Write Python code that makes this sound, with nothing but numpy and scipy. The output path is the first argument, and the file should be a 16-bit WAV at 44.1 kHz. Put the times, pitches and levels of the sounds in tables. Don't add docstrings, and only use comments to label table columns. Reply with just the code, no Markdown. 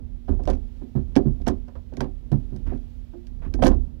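import sys
import numpy as np
from scipy.fft import rfft, irfft, next_fast_len
from scipy.io import wavfile
from scipy.ndimage import map_coordinates

SR = 44100
rng = np.random.default_rng(int(sys.argv[2]) if len(sys.argv) > 2 else 0)


def digitize_waveform(pressure):
    field = np.atleast_2d(pressure).T
    bounded = np.clip(field, -1, 1)
    quanta = np.round(bounded * 32767).astype(np.int16)
    wavfile.write(sys.argv[1], SR, quanta)


N = 176400
EVENT_T_S = np.arange(int(0.7 * SR)) / SR

# start in seconds, then relative levels in dB of gate, floor, mount, console, trim.
STOPS = [(.283, -29, -15, -32.5, -22, -41), (.318, -40, -24, -37, -30.5, -49),
         (.394, -34, -50, -44, -35.5, -52), (0.474, -16, -32, -42, -22, -31.5),
         (.497, -42, -22.5, -53, -22, -37), (.815, -44, -59, -48.5, -35.5, -57),
         (.952, -37, -24, -19, -27, -46), (.972, -40, -33.5, -53, -32.5, -50.5),
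         (1.163, -18, -23.5, -26, -13, -32.5), (1.253, -42, -19, -19.5, -25, -52.5),
         (1.267, -38.5, -40, -31, -27.5, -52.5), (1.403, -45, -40, -47, -39.5, -72.5),
         (1.470, -19, -39, -30, -22.5, -27.5), (1.483, -39, -19.5, -50, -21.5, -51),
         (1.681, -43, -58, -59, -48, -54), (1.753, -41, -30.5, -57, -48, -49),
         (1.923, -38.5, -34, -50, -41.5, -57.5), (1.972, -38.5, -28, -34, -32.5, -51),
         (2.008, -26, -32, -34.5, -24, -33), (2.052, -37, -55, -43, -37, -52),
         (2.318, -31, -21.5, -15.5, -24, -39), (2.522, -48, -26, -33, -38, -60),
         (2.554, -51, -30, -34, -42.5, -67), (2.667, -48, -22, -38, -36, -57),
         (2.719, -35, -36, -35, -27.5, -58), (3.133, -43.5, -51.5, -63, -42, -58),
         (3.457, -56, -25, -40, -39, -65), (3.542, -37.5, -47, -41, -29, -54),
         (3.589, -32.5, -49, -52, -28, -48), (3.622, -13, -30.5, -25.5, -21.5, -23),
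         (3.636, -15, -26.5, -42, -18.5, -35), (3.659, -16, -18.5, -48, -17.5, -24),
         (3.672, -21.5, -18.5, -33, -13.5, -36.5), (3.711, -42, -26, -46, -27.5, -39),
         (3.742, -41.5, -17, -35, -36, -58)]
# start in seconds, relative level in dB, tilt in dB per octave.
CONTACTS = [(0.279, -39, -17), (0.288, -57, -15.5), (0.291, -50.5, 18), (.436, -45, 4.5), (0.454, -41, 0),
            (0.475, -28.5, -2.5), (0.486, -37, -0.5), (0.491, -33.5, -11), (0.5006, -30.5, 2.5),
            (.508, -36, -0.5), (.533, -40.5, -1), (0.551, -46, -3.5), (1.154, -23.5, -8),
            (1.156, -24.5, -3), (1.163, -21.5, -0.5), (1.169, -24, -5), (1.171, -37, -0.5),
            (1.417, -46.5, -2.5), (1.464, -37.5, -3.5), (1.4687, -23.5, -4.5), (1.476, -30, -7.5),
            (1.4788, -25, 6), (1.484, -24, 0), (1.499, -42, -16), (1.682, -49, -1.5), (1.754, -43, -6.5),
            (1.937, -45, -3), (1.969, -35, 0), (2.006, -19.5, -3.5), (2.01, -40, 9), (2.022, -38, -14.5),
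            (2.042, -39, -5.5), (2.317, -37.5, 0.5), (2.562, -44.5, 3), (2.668, -56, -3),
            (2.673, -41, -5.5), (2.775, -50, -4), (3.134, -52.5, -8), (3.269, -45, 1), (3.539, -28, 0),
            (3.622, -10, -12), (3.627, -23, 0.5), (3.631, -36, 0), (3.637, -21, -1.5), (3.645, -25.5, 3),
            (3.652, -29.5, 9), (3.657, -19.5, -5), (3.662, -21.5, -1.5), (3.668, -19, 3),
            (3.674, -27.5, -1), (3.679, -24, 3), (3.689, -42, 9), (3.713, -37.5, -6), (3.742, -44.5, -2.5)]
# start in seconds, length in seconds, relative level in dB.
SLIDES = [(1.939, 0.024, -55), (2.663, .11, -45.5), (3.419, 0.077, -45.5)]

# frequency in Hz, relative level in dB, T60 in seconds.
FLOOR_MODES = [(36, -2.5, 0.58), (67.4, 0.5, 0.35), (83.1, -10, 0.36)]
MOUNT_MODES = [(109.7, -14, 0.23), (137.7, -0.5, 0.14), (210.3, -8, .14)]
CONSOLE_MODES = [(216.7, -7, 0.17), (242.5, -6, 0.3), (262.4, -1, 0.23), (283, -4, 0.2), (336.2, -8, 0.11),
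                 (378.2, -4, 0.18)]
GATE_MODES = [(455.5, -11.5, 0.24), (495, -4, 0.16), (523.4, -1.5, 0.16), (568.5, -4.5, 0.17),
              (601, -2.5, 0.092), (675.3, -4, 0.094), (715.8, -4, 0.085), (773, -5, 0.088),
              (873.5, -14.5, 0.17)]
TRIM_MODES = [(940, -10.5, 0.14), (1012, 1, 0.12), (1074, -5, 0.15), (1122, -12.5, 0.082),
              (1248, -6, 0.098), (1368, -11, 0.082), (1486, -0.5, 0.06), (1594, -15.5, 0.08),
              (1740, -4, 0.087)]
LINK_MODES = [(1582, -3.5, .06), (1855, -11, 0.078), (2290, -12, .05), (2760, -16, 0.028), (3090, -9, 0.04),
              (3407, -12, 0.035), (4800, -16.5, 0.064), (5970, -16.5, 0.035), (7780, -25.5, 0.076)]
PANEL_MODES = [(350, 0, 0.29)]

# frequency in Hz, relative density in dB.
CONSOLE_SPECTRUM = [(120, -15.5), (210, 11), (380, 4), (470, -6.5), (800, -60.5), (3000, -90.5)]
GATE_SPECTRUM = [(280, -42), (450, 11), (740, 20.5), (900, -3.5), (1600, -70.5), (5000, -89.5)]
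TRIM_SPECTRUM = [(550, -30.5), (900, 9), (1700, -6), (2200, -13), (3200, -16), (4500, -19.5), (7000, -38),
                 (15000, -73)]
CRACK_SPECTRUM = [(300, -28.5), (900, 5.5), (2000, 1), (3100, 3), (4200, 0), (5900, 1.5), (7500, -10.5),
                  (11000, -14), (12500, -23), (14000, -24), (15700, -34.5)]
TRAIL_SPECTRUM = [(300, -7.5), (900, -10.5), (1800, 0), (3100, -6), (4200, -7), (5800, 0), (7500, -11.5),
                  (11000, -22.5), (15500, -52)]
RUB_SPECTRUM = [(200, 7.5), (700, 7.5), (1050, 4.5), (1400, 2), (1850, 1), (2150, -6), (2450, -4.5),
                (3200, -13.5), (8000, -34)]
RUMBLE_SPECTRUM = [(10, -40.5), (25, -9.5), (37, 5.5), (55, -4), (72, -2), (100, -13.5), (180, -20.5),
                   (280, -23.5), (450, -35), (800, -45.5), (1500, -61), (4000, -94)]
HISS_SPECTRUM = [(100, 18), (1200, 1.5), (3300, 1.5), (5500, -5.5), (8000, -12.5), (11000, -13.5),
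                 (15500, -13)]
IDLE_SPECTRUM = [(20, -4), (40, -24), (60, -4), (80, -1), (110, -22), (200, -26.5), (500, -34.5),
                 (1000, -42), (4500, -48.5), (8000, -57), (15500, -54)]

# time in seconds, relative level in dB.
RUMBLE_ENVELOPE = [(0.0, -37), (0.26, -46), (0.47, -29.5), (0.68, -41.5), (0.91, -42.5), (1.14, -38),
                   (1.44, -36.5), (1.75, -44), (2.36, -40.5), (2.57, -36), (3.09, -45.5), (3.31, -43.5),
                   (3.64, -29.5), (4.0, -42.5)]
HISS_ENVELOPE = [(0, -75.5), (.3, -71.5), (.6, -70.5), (.75, -69.5), (1.0, -71), (1.35, -70.5),
                 (1.7, -72.5), (2.25, -72.5), (2.4, -70.5), (2.6, -70), (2.9, -70), (3.5, -73.5),
                 (3.75, -71), (4, -74.5)]


def lever_knocks():
    out = np.zeros(N)
    for start_s, gate_db, floor_db, mount_db, console_db, trim_db in STOPS:
        floor = ring(FLOOR_MODES, attack_s=0.022)
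        mount = ring(MOUNT_MODES, attack_s=0.027)
        console = ring(CONSOLE_MODES, attack_s=0.0042)
        console += amp(-4) * wash(CONSOLE_SPECTRUM, attack_s=0.0026, t60_s=0.24)
        gate = ring(GATE_MODES, attack_s=0.00072)
        gate += amp(-4) * wash(GATE_SPECTRUM, attack_s=0.002, t60_s=0.2)
        trim = ring(TRIM_MODES, attack_s=0.0055)
        trim += amp(2) * wash(TRIM_SPECTRUM, attack_s=0.0023, t60_s=0.14)
        add(out, start_s, amp(floor_db + 6) * floor)
        add(out, start_s, amp(mount_db + 20) * mount)
        add(out, start_s, amp(console_db + 4.5) * console)
        add(out, start_s, amp(gate_db - 2.5) * gate)
        add(out, start_s, amp(trim_db - 1.5) * trim)
    return out


def joint_clicks():
    out = np.zeros(N)
    for start_s, level_db, tilt_db_oct in CONTACTS:
        crack = noise(CRACK_SPECTRUM, len(EVENT_T_S), tilt_db_oct) * decay(attack_s=0.00038, t60_s=0.014)
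        trail = noise(TRAIL_SPECTRUM, len(EVENT_T_S), tilt_db_oct) * decay(attack_s=0.0065, t60_s=0.065)
        link = ring(LINK_MODES, attack_s=0.0011)
        add(out, start_s, amp(level_db) * (crack + amp(-13.5) * trail + amp(-10) * link))
    return out


def panel_nudge(start_s=3.14, level_db=-31):
    out = np.zeros(N)
    add(out, start_s, amp(level_db) * ring(PANEL_MODES, attack_s=0.0072))
    return out


def gate_rubs(roughness_db=1.84):
    out = np.zeros(N)
    for start_s, length_s, level_db in SLIDES:
        onset = np.minimum(EVENT_T_S / 0.003, 1)
        release = np.sqrt(np.clip(1 - EVENT_T_S / length_s, 0, 1))
        add(out, start_s, amp(level_db) * onset * release * noise(RUB_SPECTRUM, len(EVENT_T_S)))
    return out * amp(roughness_db * wobble(rate_hz=220))


def cabin_background(hum_hz=239.8, whine_hz=13270, whine_start_s=0.31):
    t_s = np.arange(N) / SR
    rumble = amp(curve(RUMBLE_ENVELOPE) + 9) * noise(RUMBLE_SPECTRUM, N)
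    hum_db = -44.5 + 0.69 * wobble(rate_hz=10.01)
    hum = amp(hum_db) * np.sin(2 * np.pi * hum_hz * t_s + 0.21 * wobble(rate_hz=7.5))
    hiss = amp(curve(HISS_ENVELOPE) + 9) * noise(HISS_SPECTRUM, N)
    whine_phase_rad = 2 * np.pi * np.cumsum(whine_hz + 35 * wobble(rate_hz=3)) / SR
    whine = amp(-87) * (t_s > whine_start_s) * np.sin(whine_phase_rad)
    return rumble + hum + hiss + whine


def ring(modes, attack_s):
    out = np.zeros(len(EVENT_T_S))
    scatter = rng.standard_normal((len(modes), 3)) * [1.5, 0.01, np.pi]
    for (mode_hz, level_db, t60_s), (offset_db, detune, phase_rad) in zip(modes, scatter):
        tone = np.sin(2 * np.pi * mode_hz * (1 + detune) * EVENT_T_S + phase_rad)
        out += amp(level_db + offset_db) * decay(attack_s, t60_s) * tone
    return out


def wash(spectrum, attack_s, t60_s):
    return noise(spectrum, len(EVENT_T_S)) * decay(attack_s, t60_s)


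def decay(attack_s, t60_s):
    return (1 - np.exp(-EVENT_T_S / attack_s)) * np.exp(-np.log(1000) * EVENT_T_S / t60_s)


def noise(spectrum, size, tilt_db_oct=0):
    octave = np.log2(np.fft.rfftfreq(size, 1 / SR) + 1)
    hz, db = np.transpose(spectrum)
    gain = amp(np.interp(octave, np.log2(hz + 1), db) + tilt_db_oct * octave)
    shaped = irfft(rfft(rng.standard_normal(size)) * gain, size)
    return shaped / np.sqrt(np.mean(shaped ** 2) + 1e-20)


def wobble(rate_hz):
    return map_coordinates(rng.standard_normal(N // 100), [np.arange(N) * rate_hz / SR], mode="mirror")


def curve(rows):
    return np.interp(np.arange(N) / SR, *np.transpose(rows))


def amp(db):
    return 10 ** (np.asarray(db) / 20)


def add(track, start_s, sound):
    part = track[round(start_s * SR):][:len(sound)]
    part += sound[:len(part)]


def scene(idle_db=-59, crosstalk_db=-72):
    car = lever_knocks() + joint_clicks() + panel_nudge() + gate_rubs() + cabin_background()
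    left = amp(idle_db) * noise(IDLE_SPECTRUM, N) + amp(crosstalk_db) * car
    return np.array([left, car])


def record(dry):
    cutoff_hz = 15800
    size = next_fast_len(N + SR // 2)
    passband = np.fft.rfftfreq(size, 1 / SR) < cutoff_hz
    return irfft(rfft(dry, size) * passband, size)[:, :N]


dry = scene()
out = record(dry)
digitize_waveform(out)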